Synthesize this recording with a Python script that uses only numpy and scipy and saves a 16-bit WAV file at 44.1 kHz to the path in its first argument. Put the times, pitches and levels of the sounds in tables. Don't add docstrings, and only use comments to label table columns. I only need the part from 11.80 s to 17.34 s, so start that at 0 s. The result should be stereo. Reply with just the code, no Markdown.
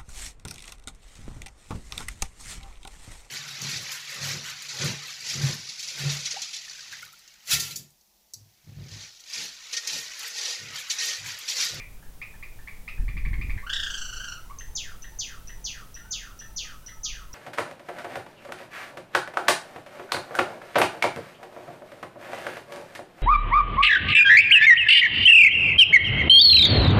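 import sys
import numpy as np
from scipy import signal
from scipy.fft import rfft, irfft
from scipy.io import wavfile
from scipy.ndimage import uniform_filter1d

SR = 44100
rng = np.random.default_rng(int(sys.argv[2]) if len(sys.argv) > 2 else 0)


def inscribe(sig):
    pcm = np.round(np.clip(np.atleast_2d(sig).T, -1, 1) * 32767)
    wavfile.write(sys.argv[1], SR, pcm.astype(np.int16))


def makeup_ratio(level_db):
    decades = np.asarray(level_db, float) / 20
    return 10 ** decades


N = 244314
LEAD = 2048


def finch():
    song = np.zeros(N + LEAD)
    chips(song)
    trill(song)
    motifs(song)
    falling_whistles(song)
    far_bird(song)
    return makeup_ratio(1.5) * song


def syllable(song, shape, onset, db, pitch, overtones_db, warble=(0, 0, 0, 0), wobble=.004):
    s, share, level_db = np.transpose(shape)
    t = np.arange(s[0], s[-1], 1 / SR)
    chance = rng.standard_normal(15000)
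    flutter = uniform_filter1d(chance, size=60)[:len(t)] * np.sqrt(60)
    drift = 0.13 * uniform_filter1d(chance, size=400)[:len(t)] * np.sqrt(400)
    start, rate, swing, swing_db = warble
    turns = np.cumsum((t > start) * rate * (1 + drift)) / SR
    dip = np.cos(2 * np.pi * turns) * np.minimum(turns, 1)
    glide = uniform_filter1d(np.interp(t, s, share), size=40, mode="nearest")
    shrinking_swing = swing * dip * (1 - 0.26 * t / s[-1])
    hz = pitch * glide * (1 + wobble * flutter + shrinking_swing)
    phase = 2 * np.pi * np.cumsum(hz) / SR
    tone = sum(makeup_ratio(g) * np.sin((k + 1) * phase) for k, g in enumerate(overtones_db))
    breath = makeup_ratio(db + np.interp(t, s, level_db) - swing_db * dip)
    place = int((onset + s[0]) * SR) + LEAD + np.arange(len(t))
    inside = place < len(song)
    song[place[inside]] += (breath * tone)[inside]


# (time [s], share of pitch [1], level [dB])
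CHIP_SHAPE = [(-.002, 0.69, -19.5), (.0005, 0.82, -0.5), (.003, 0.95, -3.5), (.006, 0.97, -7.5),
              (.010, 1, 0), (0.012, 0.8, -57)]
RISE_SHAPE = [(-.001, 0.76, -35), (0, 0.83, -2), (.002, .97, -2.5), (.005, 1.02, -3), (.008, 0.996, -21)]
CHIP_OVERTONES = [-17.5, 0.5, -22.5, -21]
SOFT_CHIP_OVERTONES = [-11, -3.5, -32]
# (time [s], peak level [dB], second partial [Hz])
EARLIER_CHIP = [
    (-.015, -30.5, 2450),
]
LOUD_CHIPS = [(.4165, -30, 2527), (0.6272, -34.5, 2484), (.875, -33.5, 2350), (1.079, -29.5, 2567),
              (1.281, -34.5, 2414), (1.369, -33, 2452), (1.4513, -32, 2340), (1.532, -32.5, 2239),
              (1.613, -30.5, 2501), (1.697, -32, 2406), (1.778, -35.5, 2130)]
SOFT_CHIPS = [
    (0.2269, -44.5, 1743),
    (0.5398, -42.5, 1801),
    (0.7888, -42.5, 1806),
    (1.1796, -43, 1788),
]


def chips(song):
    for s, db, second_hz in EARLIER_CHIP + LOUD_CHIPS:
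        syllable(song, CHIP_SHAPE, s, db, second_hz / 2, CHIP_OVERTONES)
    for s, db, second_hz in SOFT_CHIPS:
        syllable(song, RISE_SHAPE, s, db, second_hz / 2, SOFT_CHIP_OVERTONES)


# (time [s], sweep widths from the pitch [1], level [dB])
TRILL_SHAPE = [(-.008, -1.455, -65), (-.003, -0.82, -7), (.001, -0.17, -4.5), (.003, 0.2, 0),
               (.006, .9, -10.5), (0.01, 0.78, -45)]
# (time [s], share of pitch [1])
TRILL_SWEEP = [(1.87, 0.1), (1.93, 0.19), (2.15, 0.093), (2.3, 0.067), (2.6, 0.069)]
# (time [s], first partial level [dB], pitch [Hz], brightness [dB per partial])
TRILL_NOTES = [(1.8689, -30.5, 1469, -8), (1.8985, -27, 1600, -2), (1.933, -28, 1697, 0.9),
               (1.9638, -31, 1682, 0), (2.0, -31.5, 1652, 0.5), (2.034, -29.5, 1627, 0.35),
               (2.0677, -29.5, 1565, -1.4), (2.105, -31, 1533, 0.35), (2.142, -29.5, 1573, 0.75),
               (2.1796, -35.5, 1486, 1.5), (2.2162, -32, 1500, 0.9), (2.2527, -34.5, 1485, 0.7),
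               (2.2903, -34.5, 1477, -0.1), (2.3301, -32.5, 1492, -0.2), (2.3667, -33, 1466, -0.4),
               (2.4022, -31.5, 1517, -1.5), (2.442, -30, 1495, -1.2), (2.4842, -32, 1441, -0.4),
               (2.5225, -32.5, 1449, -1.1), (2.5755, -38, 1333, -14)]
# (frequency [Hz], gain [dB])
THROAT = [(1500, -1), (2950, -1.1), (3350, 7), (4600, -7.5), (5900, 0.2), (6700, -12), (7500, -10.5),
          (9500, -32)]
# (time [s], share of pitch [1], level [dB])
DEEP_PIP_SHAPE = [(-.004, 0.805, -33), (.001, 0.924, -1), (.006, 0.988, -7), (.012, 1.02, 2),
                  (.018, 1.074, -27.5)]
# (time [s], peak level [dB], pitch [Hz])
DEEP_PIPS = [
    (1.8275, -44.5, 1135),
    (2.6493, -56, 1005),
    (2.699, -39, 1111),
]


def trill(song):
    throat_hz, throat_db = np.transpose(THROAT)
    k = np.arange(6)
    for s, db, hz, bright_db in TRILL_NOTES:
        sweep = np.interp(s, *np.transpose(TRILL_SWEEP))
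        shape = [(after, 1 + sweep * step, level_db) for after, step, level_db in TRILL_SHAPE]
        resonance_db = np.interp(np.log(hz * (k + 1)), np.log(throat_hz), throat_db)
        syllable(song, shape, s, db, hz, bright_db * k + resonance_db, wobble=0.013)
    for s, db, pitch in DEEP_PIPS:
        syllable(song, DEEP_PIP_SHAPE, s, db, pitch, [0, -14])


# (time [s], share of pitch [1], level [dB])
TICK_SHAPE = [(-.0006, 0.75, -85), (0, 0.97, 0), (.0015, 0.98, 1), (.006, 1.0, -11), (.011, 0.5, -59)]
SQUEAK_SHAPE = [(-.002, 0.937, -62), (.001, 1.0, -2.5), (.007, 1.0, -27), (.011, 1.083, -7.5),
                (.014, 1.22, -8.5), (.017, 2.13, -28)]
HUM_SHAPE = [(-.004, .99, -39), (.006, .995, 7), (.03, 1.005, -15), (.05, 1.0, -3), (.06, 0.958, -1)]
LOW_PIP_OVERTONES = [-0.5, -17.5]
HUM_OVERTONES = [-2.5, -13.5]
# (time [s], tick level [dB], tick [Hz], squeak [Hz], low pip [Hz])
MOTIFS = [
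    (2.787, -32.5, 6320, 2740, 1920),
    (3.2217, -36.5, 6170, 2765, 1926),
    (3.6736, -35, 6020, 2653, 1966),
    (4.143, -33.5, 6020, 2690, 1907),
    (4.591, -32.5, 6030, 2820, 1830),
    (5.0627, -31.5, 6005, 2890, 2020),
    (5.5308, -30, 5900, 2870, 1950),
]


def motifs(song):
    for s, db, tick_hz, squeak_hz, low_hz in MOTIFS:
        syllable(song, TICK_SHAPE, s, db, tick_hz, [0])
        syllable(song, SQUEAK_SHAPE, s + 0.0113, -41, squeak_hz, [0])
        syllable(song, RISE_SHAPE, s + 0.0215, -38, low_hz, LOW_PIP_OVERTONES)
        syllable(song, HUM_SHAPE, s + 0.095, -56.5, 880, HUM_OVERTONES)


# (time [s], pitch [Hz], level [dB])
HOOK = [(-.009, 6660, -42), (-.004, 6364, 0.5), (.001, 6020, 0.5), (.004, 7205, 1), (.009, 4868, 2.5),
        (.012, 4253, -11.5), (.016, 5010, -1.5), (.0205, 3784, -4)]


def fall_shape():
    end_s, release_s = 0.207, 0.043
    rest_hz, span_hz = 1213, 2858
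    t = np.linspace(HOOK[-1][0], end_s + release_s, num=120)[1:]
    hz = rest_hz + span_hz * np.exp(-(t / 0.082) ** 1.35)
    fade_db = -33 * (1 - np.exp(-t / 0.087))
    crack_db = -17 * np.exp(-((t - 0.0764) / 0.0069) ** 2)
    release_db = -60 * np.maximum(t - end_s, 0) / release_s
    return np.vstack([HOOK, np.transpose([t, hz, fade_db + crack_db + release_db])])


FALL_OVERTONES = [-2.5, -36.5]
# (start [s], rate [Hz], pitch swing [share], level swing [dB])
WARBLE = (0.01593, 150, 0.039, 7.5)
# (time [s], peak level [dB], pitch factor [1], length factor [1])
FALLS = [
    (2.9575, -25, 1.0, 0.9),
    (3.3926, -25, 0.98, 0.89),
    (3.847, -25, 0.96, 0.91),
    (4.3131, -24, 0.99, 0.92),
    (4.7668, -24.5, 0.96, 0.91),
    (5.238, -23, 0.96, 0.93),
]


def falling_whistles(song):
    for s, db, pitch, length in FALLS:
        syllable(song, fall_shape() * [length, 1, 1], s, db, pitch, FALL_OVERTONES, WARBLE)


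# (time [s], peak level [dB], pitch [Hz])
FAR_HUMS = [
    (4.2, -53.5, 1420),
    (4.245, -53.5, 1507),
    (4.3247, -60, 1264),
    (4.5057, -57, 1405),
    (4.6452, -57, 1333),
    (4.837, -56.5, 1256),
    (5.0298, -55, 1490),
    (5.1139, -55, 1300),
    (5.2432, -53.5, 1253),
    (5.493, -55, 1000),
]


def far_bird(song):
    for s, db, pitch in FAR_HUMS:
        syllable(song, HUM_SHAPE, s, db, pitch, HUM_OVERTONES)


def split_bands(x):
    low = signal.sosfilt(signal.butter(2, 4125, fs=SR, output="sos"), x)
    return low, x - low


# (time [s], level [dB])
FACING = [(0, 4), (1.2, 5), (1.85, 5.5), (2.0, 8), (2.3, 3), (2.601, 5), (2.899, 5.5), (3.9, 0.5),
          (4.701, 0.5), (5.54, -1)]


def room(dry):
    low, treble = split_bands(dry)
    direct = (low + makeup_ratio(-1.5) * treble)[LEAD:]
    facing = makeup_ratio(np.interp(np.arange(N) / SR, *np.transpose(FACING)))
    turn = np.pad(walk(5.032), (LEAD, 0), "edge")
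    return facing * direct + reflections(dry * np.cos(turn)) + reflections(dry * np.sin(turn))


# (delay [s], level [dB])
ECHOES = [
    (.0042, -8.5),
    (.0075, -1),
    (.0118, -13),
    (0.0139, -6),
    (0.02, -25),
]


def reflections(dry):
    t = np.arange(SR // 2) / SR
    grains = rng.standard_normal(len(t)) * makeup_ratio(1.56 * rng.exponential(size=len(t)))
    low, treble = split_bands(grains)
    t60_low_s, t60_high_s = 0.4, 0.38
    tail = low * 1000 ** (-t / t60_low_s) + treble * 1000 ** (-t / t60_high_s)
    tail *= 1 - np.exp(-(t / 0.0052) ** 2)
    response = makeup_ratio(4.5) * tail / np.sqrt(np.sum(tail ** 2))
    for delay, db in ECHOES:
        response[int(delay * SR * rng.uniform(.94, 1.06))] += makeup_ratio(db)
    return signal.fftconvolve(dry, response)[LEAD:LEAD + N]


# (time [s], peak level [dB], ring frequency [Hz])
THUMPS = [
    (1.196, -14, 35),
    (1.278, -29.5, 44),
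    (1.34, -22.5, 41.2),
    (1.445, -24, 35.5),
    (1.671, -25, 28.2),
    (1.69, -15.5, 38.1),
]


def thumps():
    out, t = np.zeros(N), np.arange(SR // 4) / SR
    t60_s = 0.35
    for s, db, hz in THUMPS:
        ring = -np.sin(2 * np.pi * hz * t) * 1000 ** (-t / t60_s)
        out[int(s * SR):int(s * SR) + len(t)] += makeup_ratio(db + 4.5) * ring
    return out


# (time [s], scrape level [dB], held [s])
GRIP = [
    (1.132, -49, 0.0029),
    (1.195, -36, 0.094),
    (1.36, -35, 0.019),
    (1.45, -36.5, 0.19),
    (1.669, -41, 0.11),
]


def grip_level():
    t = np.arange(N) / SR
    level = np.zeros(N)
    for s, db, held in GRIP:
        attack_db = 900 * np.maximum(s - t, 0)
        sag_db = 10 * np.clip(t - s, 0, held)
        release_db = 230 * np.maximum(t - s - held, 0)
        level += makeup_ratio(db - attack_db - sag_db - release_db)
    return level


# (time [s], level [dB])
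HAND = [(0, -37.5), (.3, -45.5), (.57, -41), (1.1, -41.5), (1.7, -41.5), (2.0, -37), (2.6, -43),
        (2.85, -38.5), (3.4, -43), (4.1, -42), (4.6, -46), (5.54, -45.5)]
# (frequency [Hz], power density [dB])
RUMBLE_LEFT = [(8, 8), (15, 4), (30, 1.5), (45, 7), (70, -46), (100, -69)]
RUMBLE_RIGHT = [(8, 4), (30, -0.5), (44, -21.5), (56, -5.5), (72, -11.5), (100, -62)]
SCRAPE_COLOUR = [(40, -17), (65, 4), (100, -2), (200, -15.5), (350, -26), (500, -36.5), (800, -71)]


def handling():
    hand_db = np.interp(np.arange(N) / SR, *np.transpose(HAND))
    left, right = (makeup_ratio(hand_db + db + 2.5 * unit(walk(8.2))) for db in (3.5, 2.5))
    grip = grip_level()
    scrape = 2 * grip * makeup_ratio(4.3 * walk(60.4)) * unit(noise(SCRAPE_COLOUR))
    shaken = (left + 2 * makeup_ratio(7) * grip) * unit(noise(RUMBLE_LEFT))
    return np.array([shaken + scrape, right * unit(noise(RUMBLE_RIGHT))])


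# (frequency [Hz], power density [dB])
AIR_RIGHT = [(50, -101), (75, -82.5), (100, -65.5), (130, -73.5), (200, -77), (300, -84), (450, -84.5),
             (1000, -89), (2000, -94.5), (4000, -95.5), (9000, -96.5), (15000, -95.5)]


def room_air():
    return noise(AIR_RIGHT) * makeup_ratio(walk(3.16))


# (frequency [Hz], power density [dB])
HISS_LEFT = [(40, -68), (70, -93), (100, -80.5), (150, -87.5), (300, -91.5), (1000, -99), (4000, -99),
             (16000, -99)]


def port_hiss():
    return noise(HISS_LEFT)


def noise(colour):
    hz, db = np.transpose(colour)
    bins = np.maximum(np.fft.rfftfreq(N, 1 / SR), 1)
    gain = makeup_ratio(np.interp(np.log(bins), np.log(hz), db)) * np.sqrt(SR / 2)
    return irfft(rfft(rng.standard_normal(N)) * gain, N)


def unit(x):
    return x / np.sqrt(np.mean(x ** 2))


def walk(rate):
    k = int(SR / rate)
    held = np.repeat(rng.standard_normal(N // k + 1), k)
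    return uniform_filter1d(uniform_filter1d(held, k), k)[:N]


def scene():
    bird = room(finch())
    left = makeup_ratio(-46) * bird + port_hiss() + thumps()
    right = bird + room_air()
    return np.array([left, right]) + handling()


def roll_off(x):
    return signal.sosfilt(signal.butter(12, 16780, fs=SR, output="sos"), x)


# (centre [Hz], width [Hz], share removed [1])
PORT_DIP = (4560, 760, 0.18)


def record(dry):
    hz = np.fft.rfftfreq(N, 1 / SR)
    centre, width, share = PORT_DIP
    dip = 1 - share * np.exp(-((hz - centre) / width) ** 2)
    mix = irfft(rfft(dry) * dip * (hz < 15950), N)
    return roll_off(mix)


dry = scene()
out = record(dry)
inscribe(out)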